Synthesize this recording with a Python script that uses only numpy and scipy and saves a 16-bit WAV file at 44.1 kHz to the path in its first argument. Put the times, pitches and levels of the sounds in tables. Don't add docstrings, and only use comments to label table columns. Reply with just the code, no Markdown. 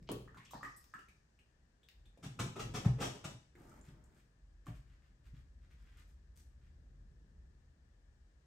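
import sys
import numpy as np
from scipy import signal
from scipy.fft import rfft, irfft, next_fast_len
from scipy.io import wavfile
from scipy.ndimage import uniform_filter1d

SR = 44100
rng = np.random.default_rng(int(sys.argv[2]) if len(sys.argv) > 2 else 0)


def wrap_up_sound(samples):
    columns = np.atleast_2d(samples).T
    tamed = np.clip(columns, -1, 1)
    steps = np.round(tamed * 32767).astype(np.int16)
    wavfile.write(sys.argv[1], SR, steps)


N = 373086

# (time [s], level [dB], pitch [Hz], ring time [s], relative splash level [dB])
WATER_DROPS = [(0.09, -27.5, 920, 0.0041, -23), (0.094, -29, 500, 0.01, -17), (.119, -32.5, 402, 0.028, -8),
               (0.277, -49.5, 1200, 0.014, -25), (0.282, -51.5, 1780, 0.016, -38),
               (.345, -44.5, 1310, 0.0078, -10.5), (0.371, -48, 1004, 0.015, -2),
               (0.51, -56.5, 1170, 0.053, -1), (.535, -32, 840, 0.0087, -21),
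               (0.54, -53.5, 1120, 0.044, -7), (0.554, -55.5, 1820, 0.033, -13),
               (0.609, -50.5, 1210, 0.055, -14), (.630, -36.5, 1170, 0.025, -6.5),
               (0.6306, -39, 1833, 0.032, -17), (.648, -43, 1904, 0.023, -0.5),
               (.655, -47.5, 1195, 0.046, -18), (0.938, -45.5, 1302, 0.054, -29),
               (0.939, -38.5, 1637, 0.015, -10), (0.989, -55, 2850, 0.0098, 5), (1.085, -55, 2400, .01, 4),
               (1.39, -56.5, 2640, 0.0085, -2.5), (1.832, -59.5, 3530, 0.012, -0.5),
               (2.056, -61.5, 3550, 0.016, 4.5), (2.174, -51, 520, 0.012, -6.5),
               (3.552, -57, 330, 0.084, 1), (3.717, -56.5, 1340, 0.029, -3)]
# (time [s], spray level [dB], swell time [s], slap level [dB], rattle level [dB])
RAZOR_FLICKS = [(2.222, -55, 0.018, -64, -63.5), (2.387, -42.5, 0.011, -43.5, -41),
                (2.554, -57.5, 0.011, -47, -53), (2.586, -47.5, 0.013, -51, -47),
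                (2.732, -46, 0.02, -46.5, -50.5), (2.842, -53.5, 0.011, -43, -52),
                (2.977, -63.5, 0.017, -50.5, -59), (2.992, -44.5, 0.029, -44.5, -51),
                (3.135, -63.5, 0.016, -60, -71), (3.237, -49.5, 0.011, -52.5, -51)]
# (frequency [Hz], level [dB])
FIZZ_SPECTRUM = [(300, 12), (1000, -9), (2500, 2.5), (5000, -9.5), (9000, -1), (15000, -17.5)]


def amp(db):
    return 10 ** (np.asarray(db) / 20)


def unit(x):
    return x / np.sqrt(np.mean(x ** 2) + 1e-20)


def along(points, hz):
    frequencies, values = np.transpose(points)
    return np.interp(np.log(hz + 1), np.log(frequencies + 1), values)


def filtered(x, response):
    length = x.shape[-1]
    padded = next_fast_len(length + 8192)
    return irfft(rfft(x, padded) * response(np.fft.rfftfreq(padded, 1 / SR)), padded)[..., :length]


def coloured(x, spectrum, peaks=()):
    lift = lambda hz: sum(db / (1 + (2 * (hz - centre) / width) ** 2) for centre, width, db in peaks)
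    return unit(filtered(x, lambda hz: amp(along(spectrum, hz) + lift(hz))))


def grains(size, per_s, spread_db):
    hits = rng.random(size) < per_s / SR
    return hits * rng.standard_normal(size) * amp(spread_db * rng.standard_normal(size))


def moment():
    return np.arange(SR // 2) / SR


def fade(t, t60):
    return np.exp(-np.log(1000) * t / t60)


def bell_curve(offset, width):
    return np.exp(-.5 * (offset / width) ** 2)


def held(start, length, attack_s, t60):
    t = np.arange(N) / SR - start
    return np.clip(t / attack_s, 0, 1) * fade(np.maximum(t - length, 0), t60)


def ringing(tones, t):
    return sum(amp(db) * np.sin(2 * np.pi * hz * t) * fade(t, t60) for hz, db, t60 in tones)


def add(track, start_s, sound):
    start = max(round(start_s * SR), 0)
    track[:, start:start + sound.shape[1]] += sound[:, :N - start]


def in_room(x, echo_db, early_db=3, early_t60=0.48):
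    # (frequency [Hz], ring time [s])
    ring_times = [(100, 0.56), (400, 0.54), (1500, 0.49), (5000, 0.6), (9000, 0.52), (15000, 0.37)]
    hz, t, bands = signal.stft(rng.standard_normal((2, SR * 5 // 8)), SR, nperseg=256)
    tail = signal.istft(bands * fade(t, along(ring_times, hz)[:, None]), SR, nperseg=256)[1]
    t = np.arange(tail.shape[1]) / SR
    tail = tail * (1 + amp(early_db) * fade(t, early_t60)) * (t > .003)
    echoes = amp(echo_db) * tail / np.linalg.norm(tail[0])
    echoes[:, 0] = 1
    return signal.fftconvolve(x[None], echoes, axes=1)[:, :N]


def hiss():
    # (frequency [Hz], level [dB])
    air_spectrum = [(100, 2), (300, -0.5), (500, -5.5), (900, -11), (1450, -12.5), (1750, -6.5),
                    (2050, -16.5), (3500, -21), (6500, -20.5), (8800, -21), (10500, -24.5), (15500, -62)]
    # (frequency [Hz], left over right [dB])
    balance = [(1000, 0.53), (1700, 8), (3000, 4), (6000, 1)]
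    air = amp(-76) * coloured(rng.standard_normal((2, N)), air_spectrum)
    return filtered(air, lambda hz: amp(np.outer([.5, -.5], along(balance, hz))))


def rumble(arm_lag_s=0.067, arm_half_s=0.051):
    # (middle [s], half-length [s], sway level [dB], cloth level [dB])
    moves = [(0.128, 0.21, -60, -61), (2.04, 0.059, -58.5, -80.5), (2.683, 0.062, -56.5, -50.5),
             (3.877, 0.26, -64, -67), (4.504, .1, -62, -89), (4.84, 0.1, -56.5, -90),
             (5.34, 0.077, -53, -73), (5.81, 0.63, -61, -74), (7.088, 0.45, -58.5, -69),
             (8.153, 0.18, -65, -89)]
    # (frequency [Hz], level [dB])
    sway_spectrum = [(20, -20.5), (33, -8.5), (44, 10), (57, 4.5), (70, 4.5), (88, -11), (130, -12),
                     (300, -74.5)]
    cloth_spectrum = [(70, -14.5), (110, 3), (170, -2.5), (280, -12.5), (500, -21.5), (1500, -58)]
    t = np.arange(N) / SR
    follow_throughs = [(s + arm_lag_s, arm_half_s, db - 21, db - 4) for s, db, *_ in RAZOR_FLICKS]
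    sway_power, cloth_power = sum(np.outer(amp(levels) ** 2, np.exp(-((t - s) / half) ** 2))
                                  for s, half, *levels in moves + follow_throughs)
    sway = np.sqrt(sway_power + amp(-72) ** 2) * coloured(rng.standard_normal((2, N)), sway_spectrum)
    cloth = np.sqrt(cloth_power + amp(-78.5) ** 2) * coloured(rng.standard_normal((2, N)), cloth_spectrum)
    return amp(3.5) * (sway + cloth)


def taps():
    # (time [s], level [dB], centre frequency [Hz], width [octaves], swell time [s])
    contacts = [(.026, -67.5, 3000, 1.1, 0.0018), (0.072, -61, 2960, 0.57, 0.0043),
                (0.0898, -41, 3100, 0.62, 0.00079), (.095, -54, 3980, 0.3, 0.0024),
                (.116, -44, 10200, 1.1, 0.00088), (0.371, -61.5, 2400, 0.79, 0.0058),
                (.448, -61.5, 6200, 0.5, 0.0044), (0.506, -57, 8060, 0.67, 0.0071),
                (0.534, -63, 4870, 0.33, .008), (0.762, -53.5, 9860, 0.24, 0.007),
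                (0.84, -60, 4000, 2.8, 0.0024), (1.887, -50.5, 2890, 0.66, 0.00059),
                (1.888, -59, 10800, 0.73, 0.00082), (3.553, -56.5, 1590, 0.38, 0.0011),
                (3.694, -61, 8050, 0.4, 0.0017), (3.812, -60, 7500, 0.2, 0.0017),
                (4.039, -65, 8060, 0.34, .002), (4.667, -61, 2600, 0.48, 0.0013),
                (4.684, -58.5, 2340, 0.37, 0.0017)]
    out, t = np.zeros((2, N)), moment()
    for s, db, centre, width, swell in contacts:
        band = lambda hz: bell_curve(np.log2((hz + 1) / centre), width)
        noise = unit(filtered(rng.standard_normal(len(t)), band))
        loudness = t / swell * np.exp(1 - t / swell)
        add(out, s, in_room(amp(db - 5) * loudness * noise, echo_db=1.5))
    return out


def drops(glide=0.15, flutter=.03, bubble_rise_s=0.00036, splash_rise_s=0.0012, splash_t60=0.036):
    out, t = np.zeros((2, N)), moment()
    for s, db, hz, t60, splash_db in WATER_DROPS:
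        waver = unit(uniform_filter1d(rng.standard_normal(len(t)), size=90))
        pitch = hz * (1 + glide * (.5 - fade(t, t60)) + flutter * waver)
        tone = np.sin(2 * np.pi * np.cumsum(pitch) / SR)
        bubble = tone * fade(t, t60) * (1 - np.exp(-t / bubble_rise_s))
        fizz = coloured(rng.standard_normal(len(t)), FIZZ_SPECTRUM)
        splash = fizz * fade(t, splash_t60) * (1 - np.exp(-t / splash_rise_s))
        add(out, s, in_room(amp(db) * (bubble + amp(splash_db - 9) * splash), echo_db=4.5))
    return out


def table_bumps(attack_s=0.0065, bright_above_hz=195, jolt_lag_s=0.0089, thud_lag_s=0.00394):
    # (time [s], level [dB], brightness [dB])
    bumps = [(2.259, -33.5, -18.5), (2.858, -13, -41), (2.89, -27.5, -39), (3.05, -36, -3),
             (3.248, -35.5, -7), (3.599, -48, -2), (3.881, -44.5, -9.5), (4.68, -36.5, -26),
             (4.698, -36.5, -13), (5.331, -44.5, -11.5)]
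    # (pitch [Hz], level [dB], ring time [s])
    table_tones = [(58, -17.5, 0.5), (123.5, -0.5, 0.37), (144, 4.5, 0.18), (164.3, 4, 0.089),
                   (211.5, -7.5, 0.12), (278.5, -5.5, 0.1), (375, -16.5, 0.089)]
    out, t = np.zeros((2, N)), moment()
    jolts = [(s + jolt_lag_s, db + 13.5, -4) for s, db, *_ in RAZOR_FLICKS]
    # bigger, lower bubbles thud harder, by 6.5 dB an octave.
    thuds = [(s + thud_lag_s, db - 8 - 6.5 * np.log2(hz / 800), 2.5) for s, db, hz, *_ in WATER_DROPS]
    for s, db, bright_db in bumps + jolts + thuds:
        tones = [(hz, level + rng.normal(0, 1) + (hz > bright_above_hz) * (bright_db + 12), t60)
                 for hz, level, t60 in table_tones]
        ring = ringing(tones, t) * (1 - np.exp(-(t / attack_s) ** 2))
        add(out, s, in_room(amp(db - 4) * ring / np.abs(ring).max(), echo_db=-5.5))
    return out


def clink(start_s=.1165):
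    # (pitch [Hz], level [dB], ring time [s])
    china_tones = [(1130, 2, 0.17), (1840, -12, 0.2), (3200, -12, 0.18), (5160, -13, 0.11),
                   (7060, -22, 0.19), (8450, -15, 0.12), (8960, 3, 0.1), (10800, 12, 0.052),
                   (11960, -10.5, 0.12), (12300, -9, 0.15), (12200, -9, 0.08), (13650, -14, 0.12),
                   (15800, 3, 0.086)]
    out = np.zeros((2, N))
    add(out, start_s, in_room(amp(-54) * ringing(china_tones, moment()), echo_db=-5))
    return out


def dribble(start_s=.35, bubbles_per_s=230, gushes_per_s=9.2, ring_cycles=24):
    count = 400
    timing, detune, strength = rng.random((count, 3)).T
    delays = (np.arange(count) + timing) / bubbles_per_s
    pitch = np.minimum(1616 * 2 ** (7.05 * delays), 5700)
    hz = pitch * np.exp(0.184 * (2 * detune - 1))
    t = moment()[:1024]
    rings = strength[:, None] * np.sin(2 * np.pi * np.outer(hz, t)) * fade(t, ring_cycles / hz[:, None])
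    places = ((start_s + delays[:, None]) * SR).astype(int) + np.arange(len(t))
    bubbles = np.bincount(places.ravel(), rings.ravel(), N)[:N]
    bubbles = bubbles / bubbles[places.min():places.max()].std()
    fizz = amp(-6) * coloured(grains(N, per_s=1000, spread_db=0), FIZZ_SPECTRUM)
    flow = held(start_s, length=0.17, attack_s=0.019, t60=1.94)
    gush_db = np.sin(2 * np.pi * gushes_per_s * (np.arange(N) / SR - start_s))
    return in_room(amp(-73 + gush_db) * flow * (bubbles + fizz), echo_db=1.5)


def shakes():
    # (frequency [Hz], width [Hz], boost [dB])
    razor_peaks = [(825, 37, 5), (1058, 36, 6.5), (1297, 72, 6), (2385, 17, -9), (3000, 160, 0),
                   (3320, 76, 1), (4670, 17, 7), (5180, 200, 3), (5660, 230, 6), (6760, 50, -1)]
    # (frequency [Hz], level [dB])
    spray_spectrum = [(200, -10), (600, 5.5), (1200, 0.5), (1900, 0), (3000, 2.5), (4500, -6), (7500, -3),
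                      (9500, -4), (11500, -13), (15500, -21.5)]
    slap_spectrum = [(90, -34), (170, 6.5), (260, 4), (450, 6), (650, -4), (850, -5), (1100, -9),
                     (2000, -13), (5000, -36), (15000, -51)]
    rattle_spectrum = [(500, -52), (1000, -9.5), (1250, 11), (1450, 0.5), (1800, -22), (2600, 0),
                       (4000, -74), (8000, -63)]
    out, t = np.zeros((2, N)), moment()
    hump = lambda peak_s: (t / peak_s * np.exp(1 - t / peak_s)) ** 3
    for s, spray_db, swell, slap_db, rattle_db in RAZOR_FLICKS:
        spray = coloured(grains(len(t), per_s=14000, spread_db=1.5), spray_spectrum, razor_peaks)
        slap = coloured(rng.standard_normal(len(t)), slap_spectrum, razor_peaks)
        rattle = coloured(grains(len(t), per_s=2500, spread_db=2.5), rattle_spectrum, razor_peaks)
        water = amp(spray_db) * spray + amp(slap_db) * slap
        add(out, s, in_room(amp(-2.5) * hump(swell) * water, echo_db=7))
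        add(out, s, in_room(amp(rattle_db) * hump(0.95 * swell) * rattle, echo_db=-1))
    return out


def rubbing():
    # (start [s], length [s], level [dB])
    brushes = [(3.56, 0.24, -62), (3.864, 0.1, -68.5), (3.968, 0.21, -72.5), (4.66, .025, -54)]
    # (start [s], length [s], scrape level [dB], crinkle level [dB])
    strokes = [(3.567, 0.22, -82.5, -76.5), (3.83, 0.056, -72, -73.5), (4.113, 0.081, -79, -78),
               (4.651, 0.026, -70, -65.5), (4.728, 0.037, -75, -78.5), (4.863, 0.077, -77, -91),
               (5.007, 0.06, -80.5, -89), (5.233, .04, -75, -79), (5.331, 0.058, -76, -84),
               (5.607, .04, -78.5, -92), (5.696, .04, -75.5, -83), (5.78, .2, -76, -86.5),
               (5.961, 0.044, -74.5, -73.5), (6.066, 0.021, -85, -78), (6.355, 0.041, -86, -66.5),
               (6.605, 0.063, -79.5, -92)]
    # (frequency [Hz], level [dB])
    skin_spectrum = [(120, 0), (280, -1), (500, -9.5), (1000, -12.5), (1600, -15), (4000, -41)]
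    scrape_spectrum = [(600, -13.5), (1400, 4), (2200, 1.5), (4000, -7), (7000, -15), (12000, -31)]
    crinkle_spectrum = [(2500, -5), (6500, -0.5), (9500, 5.5), (11500, 0), (15500, -11)]
    stroke = lambda s, length: held(s, length, attack_s=0.016, t60=0.15)
    brushing = sum(amp(db) * stroke(s, length) for s, length, db in brushes)
    scraping, crinkling = sum(np.outer(amp(levels), stroke(s, length)) for s, length, *levels in strokes)
    skin = brushing * coloured(rng.standard_normal(N), skin_spectrum)
    scrape = scraping * coloured(grains(N, per_s=610, spread_db=0.5), scrape_spectrum)
    crinkle = crinkling * coloured(grains(N, per_s=1100, spread_db=2.5), crinkle_spectrum)
    return in_room(amp(-4) * (skin + scrape + crinkle), echo_db=2.5)


def knuckle(start_s=4.667, attack_s=0.0024):
    # (pitch [Hz], level [dB], ring time [s])
    hollow_tones = [(1143, 7, 0.02), (1774, -15, 0.069), (286.8, -7, 0.24)]
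    out, t = np.zeros((2, N)), moment()
    knock = ringing(hollow_tones, t) * (1 - np.exp(-t / attack_s))
    add(out, start_s, in_room(amp(-45) * knock, echo_db=-5))
    return out


def hum(pitch_hz=68.8, width_hz=7.7, peak_s=6.62, width_s=1):
    band = filtered(rng.standard_normal(N), lambda hz: bell_curve(hz - pitch_hz, width_hz))
    return amp(-62) * bell_curve(np.arange(N) / SR - peak_s, width_s) * unit(band)


def scene():
    return (hiss() + rumble() + taps() + drops() + table_bumps() + clink() + dribble() + shakes()
            + rubbing() + knuckle() + hum())


def record(dry, cutoff_hz=15800):
    # (frequency [Hz], stereo width [dB], left lead [half cycles], left over right [dB])
    stereo_image = [(150, -19, 0, .9), (330, -9, 0, .8), (600, 0, 0, 0), (2200, 1, 0, 0), (4000, 2, -.1, 5),
                    (5700, 0, 0, 8), (7500, -4, .2, 4), (8700, -10, .55, 1), (9900, -30, .95, 0),
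                    (10900, -30, 1.08, 0), (11700, -20, 1.45, 0), (12700, -25, 2, 0), (15500, -12, 2.1, 0)]
    curve = lambda column, hz: along(np.array(stereo_image)[:, [0, column]], hz)
    middle = (dry[0] + dry[1]) / 2
    side = filtered((dry[0] - dry[1]) / 2, lambda hz: amp(curve(1, hz)))
    split = np.array([[.5], [-.5]])
    balance = lambda hz: amp(split * curve(3, hz))
    lead = lambda hz: np.exp(1j * np.pi * split * curve(2, hz))
    stereo = filtered(np.array([middle + side, middle - side]), lambda hz: balance(hz) * lead(hz))
    return filtered(stereo, lambda hz: 1 / (1 + (hz / cutoff_hz) ** 160))


dry = scene()
out = record(dry)
wrap_up_sound(out)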